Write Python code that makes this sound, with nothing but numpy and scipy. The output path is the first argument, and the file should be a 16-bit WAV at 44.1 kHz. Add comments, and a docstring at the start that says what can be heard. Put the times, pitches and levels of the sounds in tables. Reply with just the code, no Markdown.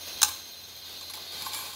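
"""An open hard drive spins close by in a small room: shaft hum, motor whine, singing bearings, rushing air.
A thin whine stops at 0.16 s; a finger flicks the head arm, which snaps against its stop with a loud
double click at 0.22 s. The arm then ticks and the head springs squeak as it is nudged to and fro.
From 1.3 s the heads scrape on the platter while the whirr swells."""
import sys
import numpy as np
from scipy import signal
from scipy.fft import rfft, irfft
from scipy.io import wavfile
from scipy.ndimage import uniform_filter1d

SR = 44100
rng = np.random.default_rng(int(sys.argv[2]) if len(sys.argv) > 2 else 0)


def file_out(sig):
    """Save sig as 16-bit WAV at sys.argv[1]."""
    # one column per channel
    cols = np.atleast_2d(sig).T
    # limit, then scale
    lim = np.clip(cols, -1, 1)
    pcm = np.round(lim * 32767).astype(np.int16)
    wavfile.write(sys.argv[1], SR, pcm)


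N = 77175
T = np.arange(N) / SR
SHAFT_HZ = 86.333

# spindle load: t/s, share/0-1
SPINDLE_LOAD = [(0, 0.5), (.3, 0), (.75, 0.14), (.92, 0.83), (1.15, 0.68), (1.28, 0.87), (1.42, 1),
                (1.75, 0.79)]
# modes of arm and head springs: f/Hz, width/Hz, level/dB
ARM_MODES = [(845, 25, 2), (905, 25, 1), (1060, 30, 5), (1170, 45, -1), (1510, 40, -8), (1640, 30, -7),
             (2305, 30, 5), (3350, 400, -9), (4950, 100, -7), (6930, 30, -5), (7380, 25, 3), (7980, 30, -6),
             (8880, 25, -5), (11295, 50, -1)]


def undb(db):
    """Decibels to gain."""
    return 10 ** (np.asarray(db) / 20)


def unit(x):
    """Scale to rms 1."""
    return x / np.sqrt(np.mean(x ** 2))


def curve(rows):
    """Linear envelope through (t/s, value) rows."""
    return np.interp(T, *np.array(rows).T)


def noise():
    """White noise."""
    return rng.standard_normal(N)


def drift(rate_hz):
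    """Smooth random drift, spread near 1."""
    hold = int(SR / rate_hz)
    steps = np.repeat(noise()[:N // hold + 1], hold)
    return 1.3 * uniform_filter1d(uniform_filter1d(steps, hold), hold)[:N]


def tone(hz):
    """Sine of rms 1 along a pitch curve."""
    return np.sqrt(2) * np.sin(2 * np.pi * (np.cumsum(hz) / SR + rng.random()))


def through(x, response):
    """Convolve with a response scaled to unit energy."""
    return signal.fftconvolve(x, response / np.linalg.norm(response))[:N]


def colour(x, points, size=4096):
    """Minimum-phase filter from (f/Hz, relative level/dB) rows."""
    hz, db = np.array(points).T
    log_hz = np.log(np.fft.rfftfreq(size, 1 / SR) + 1)
    gain = undb(np.interp(log_hz, np.log(hz), db))
    cepstrum = irfft(np.log(gain))[:size // 2]
    cepstrum[1:] *= 2
    return through(x, irfft(np.exp(rfft(cepstrum, size))))


def ring(x, modes):
    """Drive damped modes of alternating sign: f/Hz, width/Hz, relative level/dB."""
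    t = T[:N // 4]
    response = np.zeros_like(t)
    for k, (hz, width_hz, db) in enumerate(modes):
        envelope = undb(db) * width_hz * np.exp(-np.pi * width_hz * t)
        response += (-1) ** k * envelope * np.cos(2 * np.pi * hz * t)
    return through(x, response)


def chatter(rows):
    """Sharp bursts of contact noise that die away quickly: t/s, level/dB, length/s."""
    power = sum((T >= s) * undb(db) ** 2 * np.exp(-2 * np.abs(T - s) / length_s)
                for s, db, length_s in rows)
    return np.sqrt(power) * np.sign(noise())


def platter(x, share, t60_s=0.23, above_hz=1660):
    """A share of the treble power rings the platters' dense modes."""
    modes = noise() * np.exp(-np.log(1000) * T / t60_s)
    bass = signal.sosfiltfilt(signal.butter(2, above_hz, fs=SR, output="sos"), x)
    treble = x - bass
    return bass + np.sqrt(1 - share) * treble + np.sqrt(share) * through(treble, modes)


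def room(x, t60_s=0.37, delay_s=0.00725):
    """Short, dense tail from nearby walls."""
    spectrum = [(200, -1.5), (1100, 1), (4000, 3.5), (9000, 0.5), (15000, 4)]  # f/Hz, level/dB
    tail = noise() * (T > delay_s) * np.exp(-np.log(1000) * T / t60_s)
    return undb(-10) * through(x, colour(tail, spectrum))


def room_air():
    """Faint, steady rumble of the air in the room."""
    # rumble: f/Hz, level/dB
    spectrum = [(25, -41), (55, 6), (90, 5), (130, 6), (350, -1), (700, 3), (1200, -7.5), (3000, -28.5)]
    return undb(-63) * colour(noise(), spectrum)


def spindle(speed_waver=.0001, bearing_jitter=0.000755):
    """Unbalance hums once a turn, motor poles whine, bearings sing; load shifts their levels."""
    # motor whine: shaft order, light level/dB, loaded level/dB
    motor_orders = [(72, -67, -66), (96, -73, -68), (120, -72, -66), (144, -68, -63), (168, -60, -63)]
    # bearing tones: f/Hz, light level/dB, loaded level/dB
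    bearing_tones = [(3416, -67, -57), (3686, -62, -50), (3757, -65, -54), (4097, -65, -49),
                     (4113, -54, -56), (4432, -74, -48), (4841, -65, -59), (4859, -72, -53),
                     (6330, -58, -70), (6725, -70, -62)]
    speed = 1 + speed_waver * drift(4.84)
    load = curve(SPINDLE_LOAD)
    out = tone(SHAFT_HZ * speed) * undb(-65 + 4 * load + 2 * drift(14.8))
    for order, light_db, loaded_db in motor_orders:
        level_db = light_db + (loaded_db - light_db) * load
        out += tone(order * SHAFT_HZ * speed) * undb(level_db + 2 * drift(13.6))
    for hz, light_db, loaded_db in bearing_tones:
        level_db = light_db + (loaded_db - light_db) * load + 1.5 * drift(45.1)
        out += tone(hz * (speed + bearing_jitter * drift(70.3))) * undb(level_db - 0.5)
    return out


def whirr(throb_depth=0.11):
    """Air rushes off the platters and rolling noise rings the frame, throbbing once a turn."""
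    # rushing air: f/Hz, level/dB
    air_spectrum = [(40, -33), (130, -15.5), (350, -9), (700, -9.5), (1300, -13), (2050, -13.5),
                    (3300, -5.5), (4300, -4.5), (5300, -11.5), (6200, -11), (7600, -21), (9000, -21),
                    (11300, -14.5), (12700, -20.5), (14300, -20), (15800, -16.5)]
    # modes of platters and frame: f/Hz, width/Hz, level/dB
    frame_modes = [(1554, 89, -11.5), (2478, 40, -9), (3207, 16, -1), (3320, 40, -7), (3740, 21, -0.5),
                   (3770, 56, -22), (4096, 26, 4.5), (4202, 32, -2), (4300, 25, -14), (4820, 10, -26),
                   (4905, 17, -5)]
    # whirr envelope: t/s, level/dB
    levels = [(0, -42), (.1, -37), (.16, -41), (.2, -37.5), (.36, -42.5), (.52, -45.5), (.74, -45),
              (.86, -44), (.92, -41.5), (1.06, -44), (1.2, -40), (1.29, -41.5), (1.36, -37.5), (1.5, -39),
              (1.62, -37), (1.75, -42.5)]
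    air = colour(platter(noise(), share=0.57), air_spectrum) * undb(-3 + drift(60.57))
    frame = ring(noise(), frame_modes) * undb(-6.5 - curve(SPINDLE_LOAD))
    throb = 1 + throb_depth * np.sin(2 * np.pi * SHAFT_HZ * T)
    return (air + frame) * undb(curve(levels)) * throb


def whistle():
    """Head springs sing in the air stream in narrow, restless bands."""
    # spring modes: f/Hz, width/Hz, level/dB
    spring_modes = [(5588, 70, -7), (6340, 70, 2), (6710, 50, -11), (10150, 60, -13), (10375, 70, -13),
                    (14195, 90, -4), (14510, 55, -2)]
    # whistle envelope: t/s, level/dB
    levels = [(0, -49), (.07, -49.5), (.135, -47), (.16, -47.5), (.33, -48.5), (.38, -52.5), (.62, -52),
              (.9, -56), (.98, -52.5), (1.3, -68), (1.6, -54), (1.75, -74)]
    bands = np.zeros(N)
    for hz, width_hz, db in spring_modes:
        mode = [(hz, width_hz, 0)]
        bands += undb(db) * ring(ring(noise(), mode), mode)
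    return unit(bands) * undb(curve(levels))


def opening_whine(end_s=0.16, fade_s=.012, jitter_hz=17):
    """Three thin tones that stop as the finger reaches the arm."""
    # whine tones: f/Hz, level/dB
    partials = [(5588, -52), (10385, -52), (14515, -51)]
    gate = np.clip((end_s - T) / fade_s + .5, 0, 1)
    return gate * sum(undb(db - 3.5) * tone(hz + jitter_hz * drift(200)) for hz, db in partials)


def thuds(hz=82, rise_s=0.013):
    """Finger and blow rock the hand-held drive."""
    # soft bumps: t/s, peak level/dB
    bumps = [(.15, -50), (.235, -48), (.285, -54)]
    out = np.zeros(N)
    for s, db in bumps:
        age_s = np.maximum(T - s, 0)
        envelope = age_s / rise_s * np.exp(1 - age_s / rise_s)
        out += undb(db) * envelope * np.sin(2 * np.pi * hz * age_s)
    return out


def squeaks(hz=11295, jitter=.003, edge_s=.004):
    """A head spring sticks and slips on the platter, singing one high note."""
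    # squeaks: t/s, length/s, level/dB
    slips = [(.290, 0.013, -44), (1.103, .012, -43.5), (1.141, 0.013, -53), (1.166, .012, -49),
             (1.421, 0.0091, -43.5), (1.464, 0.023, -43), (1.538, 0.083, -44)]
    envelope = np.zeros(N)
    for s, length_s, db in slips:
        inside_s = np.minimum(T - s, s + length_s - T)
        envelope += undb(db) * np.clip(inside_s / edge_s + .5, 0, 1)
    return envelope * tone(hz * (1 + jitter * drift(200)))


def head_scrape(grain_db=3):
    """Grainy friction of the heads rings the arm and hisses through the platters."""
    # friction envelope: t/s, level/dB
    levels = [(1.28, -90), (1.33, -52.5), (1.41, -48), (1.45, -42), (1.49, -51.5), (1.53, -44),
              (1.555, -41), (1.62, -44.5), (1.69, -46.5), (1.75, -49)]
    # scrape hiss: f/Hz, level/dB
    spectrum = [(500, -26), (900, -8), (2000, -8), (4500, -15), (7000, 2), (11300, 1), (12400, -15),
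                (14200, 4.5), (16000, -3)]
    friction = unit(noise() * undb(grain_db * drift(500))) * undb(curve(levels))
    hiss = colour(platter(friction, share=0.86), spectrum)
    return undb(-1) * (ring(friction, ARM_MODES) + hiss)


def arm_ticks(knock_below_hz=2000):
    """Light contacts ring the nudged arm; its low modes add a hollow knock to some."""
    # contacts: t/s, level/dB, length/s, knock offset/dB
    nudges = [(0.282, 5, 0.0017, 10), (0.289, 4.5, 0.0047, 0.5), (0.315, -0.5, 0.0021, 2),
              (.7657, -9, 0.0052, -10), (1.0108, -2, 0.0031, 0), (1.0306, -9, .004, 3),
              (1.098, -2.5, 0.0066, -25), (1.1362, 2, 0.0077, -20), (1.141, -9, 0.0025, 1.5),
              (1.1534, 2, 0.0017, 2), (1.1715, -3.5, 0.0033, 9), (1.322, -4.5, 0.0046, -8),
              (1.4, -4, 0.0014, -6), (1.4212, 4, 0.0047, -7), (1.462, 0.5, 0.0067, 13.5),
              (1.5332, 5, 0.0067, -6), (1.5465, 7.5, 0.0039, 8.5)]
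    # tick crack: f/Hz, level/dB
    spectrum = [(500, -21.5), (900, -12), (2000, -7.5), (3700, 7), (6000, -1.5), (8000, -8.5), (11300, 1),
                (12500, -4), (14700, -5), (16000, -1)]
    ticks = chatter([(s, db, length_s) for s, db, length_s, _ in nudges])
    knocks = chatter([(s, db + knock_db, length_s) for s, db, length_s, knock_db in nudges])
    low_modes = [mode for mode in ARM_MODES if mode[0] < knock_below_hz]
    body = undb(-40.5) * ring(ticks, ARM_MODES) + undb(-44.5) * ring(knocks, low_modes)
    return body + undb(-33.5) * colour(ticks, spectrum)


def arm_snap():
    """The arm hits its stop and rebounds; the casting rings and the contact crackles."""
    # blows on the stop: t/s, chatter level/dB, chatter length/s, impulse level/dB
    blows = [(.2170, -12, .002, -26), (0.2191, -5, .0018, -8.5), (.2300, 1, 0.0018, 1),
             (0.2327, -2.5, 0.0014, -18), (0.2356, -9, 0.0029, -16), (0.2463, -13, .003, -34)]
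    # modes of the casting: f/Hz, width/Hz, level/dB
    casting_modes = [(836, 18, 5), (1172, 24, 8), (1498, 30, -3), (2720, 50, -6), (3660, 40, -6),
                     (3813, 40, -1), (3888, 40, -4), (4160, 50, -2), (4240, 50, -3), (5160, 200, -7),
                     (5720, 70, -3), (6305, 90, 3), (6712, 60, -1), (7160, 200, -10), (9540, 300, -8)]
    # whole click: f/Hz, level/dB
    spectrum = [(200, -40), (650, -16.5), (850, -3), (1200, -5.5), (1550, -6.5), (1900, -19), (2700, -6.5),
                (3200, -9.5), (4100, 0), (4700, -7), (5150, -5.5), (5450, -6.5), (6300, 2), (7200, -3),
                (7700, -9), (8600, -10.5), (9500, -0.5), (10400, -16), (11700, -7), (12250, -20),
                (13000, -10), (14200, -10), (15800, -9.5)]
    impulses = np.zeros(N)
    for s, _, _, impulse_db in blows:
        impulses[int(s * SR)] += undb(impulse_db)
    casting = undb(0.5) * ring(impulses, casting_modes)
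    crackle = undb(-6) * chatter([row[:3] for row in blows])
    return colour(casting + crackle, spectrum)


def scene():
    """Running drive, arm sounds with their room tail, thuds and room air; mono."""
    drive = spindle() + whirr() + whistle() + opening_whine()
    arm = arm_snap() + arm_ticks() + head_scrape() + squeaks()
    return (drive + arm + room(arm) + thuds() + room_air())[None]


def record(dry, top_hz=15650):
    """Steep elliptic low-pass."""
    return signal.sosfilt(signal.ellip(10, .2, 80, top_hz, fs=SR, output="sos"), dry)


dry = scene()
out = record(dry)
file_out(out)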